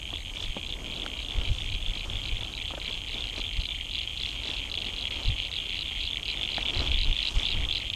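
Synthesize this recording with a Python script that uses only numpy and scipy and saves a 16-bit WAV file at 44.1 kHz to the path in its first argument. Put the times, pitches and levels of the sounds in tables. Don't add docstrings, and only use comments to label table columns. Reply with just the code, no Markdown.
import sys
import numpy as np
from scipy import signal
from scipy.fft import rfft, irfft, next_fast_len
from scipy.io import wavfile
from scipy.ndimage import uniform_filter1d

SR = 44100
rng = np.random.default_rng(int(sys.argv[2]) if len(sys.argv) > 2 else 0)


def master_out(mix):
    frames = np.transpose(np.atleast_2d(mix))
    ceiling = np.clip(frames, -1, 1)
    pcm = np.round(ceiling * 32767).astype(np.int16)
    wavfile.write(sys.argv[1], SR, pcm)


N = 350595
TIME = np.arange(N) / SR

# frequency in Hz, relative density in dB.
HISS_COLOUR = [(60, -12), (105, -11), (140, 8.5), (290, 3), (400, -11), (1500, -33), (5000, -26),
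               (6050, -11), (6450, 3), (6900, -4.5), (8800, -8.5), (10300, -17.5), (12500, -14),
               (14000, -29)]
# frequency in Hz, relative level in dB.
WIND_COLOUR = [(10, -4.5), (25, 1.5), (50, -3.5), (75, -8.5), (105, -13), (150, -25), (250, -36),
               (600, -52)]
# centre in seconds, half-length in seconds, level in dB before the wind trim.
GUSTS = [(.48, .04, -34), (1.39, 0.045, -26), (1.506, 0.027, -22), (1.707, 0.16, -31), (1.902, 0.023, -29),
         (2.134, 0.068, -31.5), (2.35, 0.073, -32), (3.589, 0.023, -28), (5.295, 0.03, -20.5),
         (6.792, 0.035, -24.5), (6.964, 0.13, -29), (7.094, 0.019, -23.5), (7.373, 0.017, -22.5),
         (7.61, 0.099, -27)]
# frequency in Hz, relative level in dB.
RUSTLE_COLOUR = [(100, -3.5), (280, 4), (430, -0.5), (750, -1.5), (1100, -4.5), (1600, -9.5), (3000, -13.5),
                 (5500, -14), (8000, -23), (11000, -42.5)]
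# time in seconds, level in dB before the rubbing trim.
RUBBING = [(0.0, -52.5), (0.42, -54), (1.0, -51), (1.68, -51.5), (3.34, -51.5), (3.87, -54.5), (4.72, -51),
           (6.2, -53.5), (6.75, -46), (7.11, -51), (7.48, -49.5), (7.95, -53)]
# centre in seconds, half-length in seconds, level in dB before
# the swish trim, brightness in dB per octave.
SWISHES = [(0.403, 0.074, -50.5, 2.5), (0.92, 0.25, -54.5, -8), (1.416, 0.075, -49.5, -3.5),
           (1.58, 0.12, -59, 4.5), (2.435, 0.047, -49, -.7), (2.894, 0.023, -46.5, -1),
           (3.153, 0.034, -56, -7), (3.383, 0.041, -44.5, .3), (4.25, 0.11, -58, 4.5),
           (4.5, 0.072, -45.5, 1), (4.835, 0.092, -56, -7), (6.798, 0.13, -43, -.5),
           (7.298, 0.12, -53, 4.5), (7.408, .05, -48, 1), (7.598, 0.075, -47, -2.5)]
# start in seconds, peak of the ring in dB, centre of the ring in Hz,
# peak of the dry snap in dB, snap pitch as a factor.
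KNOCKS = [(.132, -36.5, 450, -33.5, 0.65), (.569, -28.5, 420, -31.5, 0.39), (1.066, -33, 600, -25, 2.1),
          (2.709, -33, 750, -30.5, 0.6), (2.74, -32, 600, -30, .7), (2.778, -35, 503, -26.5, 0.89),
          (6.584, -25, 650, -21, 1.24)]
# nominal frequency in Hz, relative level in dB, 60 dB decay in seconds.
KNOCK_MODES = [(288, 4.5, .05), (500, 0, .03), (754, 0.5, 0.032), (1165, -1.5, 0.022), (1670, 0.5, 0.021),
               (1970, 4, 0.022)]
# frequency in Hz before the pitch factor, relative density in dB.
SNAP_COLOUR = [(250, -4.5), (500, 5), (2000, -4), (3200, -12.5), (5000, -24), (8000, -40)]
# first, second and third gap in seconds.
CLICK_GAPS = [(.0363, .0221, .0136), (.024, .0187, .0122), (.038, .0222, .0126), (.0325, .029, .017),
              (.029, .0215, .0165)]
CLICK_DB = [0.078, 0.98, 1, -0.66]
# frequency in Hz before the pitch factor, relative level in dB.
COMMON_VOICE = [(1450, -42), (2000, -19), (2400, -7.5), (2850, -4.5), (3250, 3), (3650, -11.5),
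                (4000, -15.5), (4700, -26), (5600, -38)]
COMMON_HZ = 3250
# centre in seconds, half-length in seconds.
LULLS = [(0.212, 0.031), (.33, .02), (.62, 0.018), (0.792, .045), (2.077, 0.018), (2.54, .05), (2.792, .03),
         (3.683, .02), (4.716, 0.052), (5.512, 0.027), (6.23, 0.044), (7.333, 0.018), (7.672, 0.012)]
LULL_DEPTH = 0.67
APPROACH_DB_PER_S = 0.8042
# peak in seconds, peak in dB before the click trim, pitch in Hz.
LONE_CLICKS = [(0.338, -30, 3280), (.4047, -30, 3420), (0.6302, -21, 3220), (3.1789, -25, 3320),
               (3.949, -17, 3300), (3.9925, -19.9, 3230), (4.7425, -18, 3070), (5.4015, -13, 3200),
               (5.7904, -23, 3170), (6.1716, -17, 3250), (6.231, -18, 3330), (6.2876, -16, 3210),
               (6.432, -14, 3350), (6.49, -17, 3200), (6.5716, -15, 3320), (6.6582, -17.4, 3100),
               (6.7064, -18.1, 3300), (6.8627, -20, 3270), (6.974, -17, 3240), (7.1124, -17.5, 3060),
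               (7.1912, -14, 3390), (7.4545, -25, 3400), (7.7576, -13, 3460), (7.9012, -14.5, 3530),
               (7.9367, -15.5, 3540)]
# nominal frequency in Hz, relative level in dB.
CLOSE_VOICES = [
    [(1500, -51.5), (2400, -22), (2850, -7), (3200, -9.5), (3460, 4), (3720, -9.5), (4100, -28),
     (5500, -44.5)],
    [(1800, -49), (2750, -6), (3250, -13), (3620, -12.5), (3930, 1), (4230, -10.5), (4850, -17.5),
     (5400, -37)],
    [(1500, -51), (2050, -20), (2400, -2.5), (2780, -14.5), (3120, 0.5), (3450, -10), (3900, -26.5),
     (5500, -47.5)],
    [(1600, -37), (2250, -25.5), (2750, 0), (3300, -17), (3650, -10), (4000, -5), (4650, -19),
     (5500, -31.5)],
    [(1500, -39), (1930, -3), (2250, 3.5), (2650, -11.5), (3050, -2.5), (3550, -13.5), (4200, -37),
     (5500, -41)],
]
# first click in seconds, length as a factor on its usual gaps.
LEAD_CALLS = [(.1053, 0.92), (.3689, 0.99), (.6655, 1.02), (.9646, 0.95), (1.2488, 1.02), (1.5499, 0.98),
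              (1.827, 0.98), (2.0996, 0.97), (2.3693, 1.1), (2.6188, 1.04), (2.8785, 0.9), (3.1443, 1.1),
              (3.4127, 0.92), (3.6575, 0.87), (3.9116, 1.2), (4.174, 1.05), (4.4475, 0.92), (4.7165, 1.01),
              (4.9831, 1.23), (5.2514, .93), (5.5279, 1.02), (5.8265, 0.93), (6.0757, 0.97), (6.3737, 1.08),
              (6.629, 0.96), (6.8748, 1.18), (7.1281, 1.06), (7.397, .98), (7.6512, 1.04)]
# first click in seconds, length as a factor on its usual gaps.
ANSWER_CALLS = [(0.1545, 1.16), (.3998, 1.04), (0.648, 1.05), (0.9154, 1.05), (1.1763, 1.03),
                (1.4363, 0.95), (1.6992, .95), (1.9534, 1), (2.2388, 0.89), (2.528, 0.97), (2.8004, 1.1),
                (3.0856, 1.04), (3.3639, 0.92), (3.6128, 1), (3.9147, .95), (4.1766, 1), (4.435, 0.92),
                (4.6992, 0.98), (4.9639, 1.1), (5.2339, 1), (5.516, .96), (5.7689, 0.95), (6.0117, 0.98),
                (6.256, 1.05), (6.5191, 1.1), (6.7481, 1.07), (6.9891, 1.04), (7.229, 1.04), (7.463, 0.98),
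                (7.7266, .99)]
# nominal first call, end and period, all in seconds.
BOUTS = [
    [(.017, 3.95, 0.28), (4.078, 5.17, 0.25), (5.39, 6.4, .289), (6.61, 7.85, .269)],
    [(.099, 1.63, .2809), (2.382, 3, .24), (3.21, 3.7, .324), (3.956, 4.92, .2765), (5.08, 6.15, .3085),
     (6.256, 7.87, .297)],
    [(.162, 2.0, .2879), (2.133, 4.53, 0.23), (4.625, 6.05, .216), (6.138, 7.9, .2047)],
]
# time in seconds, nominal click peak in dB.
NEARNESS = [
    [(0, -23), (3.3, -23), (3.95, -21.5), (5.8, -21), (7, -16), (7.95, -18)],
    [(0, -34), (1.6, -26.5), (3.5, -25), (6.4, -20), (7.15, -15), (7.95, -19.5)],
    [(0, -26.5), (1.5, -23.5), (2.6, -22.5), (4.5, -26.5), (5.3, -24.5), (6.9, -22), (7.95, -34)],
    [(0, -39), (2.2, -29), (3.2, -25), (4.7, -22), (5.95, -26.5), (6.45, -24), (7.95, -26)],
    [(0, -35), (7.95, -29)],
]


def amp(db):
    return 10 ** (np.asarray(db) / 20)


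def evened(x):
    return x / np.sqrt(np.mean(x ** 2) + 1e-20)


def curve(rows):
    return np.interp(TIME, *np.transpose(rows))


def swell(s, half_s):
    return np.exp(-np.minimum(((TIME - s) / half_s) ** 2, 50))


def flutter(per_s):
    return np.interp(TIME * per_s, np.arange(N), rng.standard_normal(N))


def colour(points, hz):
    f, db = np.transpose(points)
    octave, knots = np.log2(hz + 1), np.log2(f + 1)
    beyond = abs(octave - np.clip(octave, knots[0], knots[-1]))
    return np.maximum(np.interp(octave, knots, db) - 20 * beyond, -100)


def noise(points):
    gain = amp(colour(points, np.fft.rfftfreq(N, 1 / SR)))
    return evened(irfft(rfft(rng.standard_normal(N)) * gain, N))


def add(mix, s, sound):
    start = int(round(s * SR))
    part = mix[max(start, 0):max(start + len(sound), 0)]
    part += sound[max(-start, 0):][:len(part)]


def ring(voice, pitch, size=1024):
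    hz = abs(np.fft.fftfreq(size, 1 / SR)) / pitch
    log_gain = np.log(amp(colour(voice, hz)))
    click = np.fft.ifft(np.exp(np.conj(signal.hilbert(log_gain)))).real[:size // 2]
    return click / abs(click).max()


def shore(x, t60, size=SR // 3):
    t = np.arange(size) / SR
    sparse = rng.standard_normal(size) * (rng.random(size) < 2500 / SR)
    taps = sparse * (t > .0015) * amp(-60 * t / t60)
    return signal.oaconvolve(x, taps / np.linalg.norm(taps))[:N]


def hiss(level_db=-55):
    return amp(level_db) * noise(HISS_COLOUR)


def wind(level_db=1.5, breeze_db=-39, breeze_cut_hz=33):
    gusts = np.sqrt(sum((amp(db) * swell(s, half_s)) ** 2 for s, half_s, db in GUSTS))
    b, a = signal.butter(2, breeze_cut_hz, "high", fs=SR)
    breeze = signal.lfilter(b, a, noise(WIND_COLOUR))
    return amp(level_db) * (gusts * noise(WIND_COLOUR) + amp(breeze_db) * breeze)


def rustle(rubbing_db=2, swish_db=2, grain_db=2.1, patchy_db=1.4, crackle_db=4.0, pivot_hz=1000):
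    grain = amp(grain_db * flutter(180) + patchy_db * flutter(14))
    rubbing = evened(noise(RUSTLE_COLOUR) * grain)
    out = rubbing * amp(curve(RUBBING) + rubbing_db)

    size = next_fast_len(N)
    crackle = amp(crackle_db * flutter(260))
    fibres = rfft(evened(noise(RUSTLE_COLOUR) * crackle), size)
    octaves = np.log2(np.maximum(np.fft.rfftfreq(size, 1 / SR) / pivot_hz, .5))
    for s, half_s, db, tilt_db in SWISHES:
        swish = irfft(fibres * amp(tilt_db * octaves), size)[:N]
        out += swish * amp(db + swish_db) * swell(s, half_s)
    return out


def knocks(octaves=0.82, scrape=0.55, scrape_s=.003, snap_s=0.0038, size=4000):
    out, t = np.zeros(N), np.arange(size) / SR
    for s, db, centre_hz, snap_db, snap_pitch in KNOCKS:
        body = np.zeros(size)
        for hz, mode_db, t60 in KNOCK_MODES:
            favour = np.exp(-(np.log2(hz / centre_hz) / octaves) ** 2 / 2)
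            detuned_hz = hz * rng.uniform(0.915, 1.085)
            body += amp(mode_db - 60 * t / t60) * favour * np.sin(2 * np.pi * detuned_hz * t)
        contact = (t == 0) + scrape * rng.standard_normal(size) * np.exp(-t / scrape_s)
        knock = signal.fftconvolve(contact, body)[:size]
        burst = rng.standard_normal(size) * np.exp(-t * snap_pitch / snap_s)
        snap = signal.fftconvolve(burst, ring(SNAP_COLOUR, snap_pitch))[:size]
        both = amp(db) * knock / abs(knock).max() + amp(snap_db) * snap / abs(snap).max()
        add(out, s - scrape_s, both)
    return out


def add_call(mix, s, db, gaps, click, uneven_db):
    starts = s + np.r_[0, np.cumsum(gaps)] - abs(click).argmax() / SR
    gains = amp(db + np.array(CLICK_DB) + uneven_db * rng.standard_normal(len(starts)))
    for start, gain in zip(starts, gains):
        add(mix, start, gain * click)


def chorus_swell(throb_db=1.5, lag_turns=0.015):
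    turns = np.interp(TIME, [s for s, _ in LEAD_CALLS], np.arange(len(LEAD_CALLS)))
    throb = throb_db * np.cos(2 * np.pi * (turns - lag_turns))
    pauses = 1 - LULL_DEPTH * sum(swell(s, half_s) for s, half_s in LULLS)
    return pauses * amp(APPROACH_DB_PER_S * TIME - throb)


def chorus(count=15, level_db=-41.0, distance_db=9, pitch_spread=0.056, wet_db=-7.5):
    out = np.zeros(N)
    for k in range(count):
        pitch, period, length = rng.uniform(-1, 1, 3)
        click = ring(COMMON_VOICE, 1 + pitch_spread * pitch)
        gaps = (1 + length / 10) * np.array(CLICK_GAPS[k % len(CLICK_GAPS)])
        waits = (.27 + .05 * period) * (1 + .06 * rng.standard_normal(45))
        for s in np.cumsum(waits) - 1 - rng.random():
            add_call(out, s, -distance_db * k / count, gaps, click, uneven_db=2.0)
    out = out + amp(wet_db) * shore(out, t60=.15)
    power = uniform_filter1d(uniform_filter1d(out ** 2, size=2600), size=2000)
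    loudness = np.sqrt(abs(power) + 1e-9)
    return out / loudness * amp(level_db) * chorus_swell()


def lone_clicks(trim_db=-1, count=12, stray_db=-27, spread_db=4.0, pitch_spread=0.044):
    out = np.zeros(N)
    times = TIME[-1] * np.sqrt((np.arange(count) + rng.random(count)) / count)
    strays = []
    for s, (a, b) in zip(times, rng.standard_normal((count, 2))):
        db = stray_db + APPROACH_DB_PER_S * s + spread_db * a
        strays.append((s, db, COMMON_HZ * (1 + pitch_spread * b)))
    for s, db, hz in LONE_CLICKS + strays:
        click = ring(COMMON_VOICE, hz / COMMON_HZ)
        add(out, s - abs(click).argmax() / SR, amp(db + trim_db) * click)
    return out


def bout_calls(bouts, stray_s=.003, stretch=.04):
    starts = np.concatenate([np.arange(first, end, period) for first, end, period in bouts])
    late, longer = rng.standard_normal((len(starts), 2)).T
    return zip(starts + stray_s * late, 1 + stretch * longer)


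def close_frogs(pitch_spread=.01, effort_db=0.52):
    out = np.zeros(N)
    singers = [LEAD_CALLS, ANSWER_CALLS] + [bout_calls(bouts) for bouts in BOUTS]
    for calls, gaps, voice, nearness in zip(singers, CLICK_GAPS, CLOSE_VOICES, NEARNESS):
        for s, length in calls:
            click = ring(voice, 1 + pitch_spread * rng.standard_normal())
            db = np.interp(s, *np.transpose(nearness)) + effort_db * rng.standard_normal()
            add_call(out, s, db, length * np.array(gaps), click, uneven_db=1.)
    return out


def scene(scatter_db=-13):
    frogs = close_frogs() + lone_clicks()
    frogs = frogs + amp(scatter_db) * shore(frogs, t60=0.047)
    return (hiss() + wind() + rustle() + knocks() + chorus() + frogs)[None]


def record(dry, edge_hz=13900):
    low_pass = signal.firwin(255, edge_hz, window=("kaiser", 9), fs=SR)
    return signal.oaconvolve(dry, low_pass[None], "same")


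dry = scene()
out = record(dry)
master_out(out)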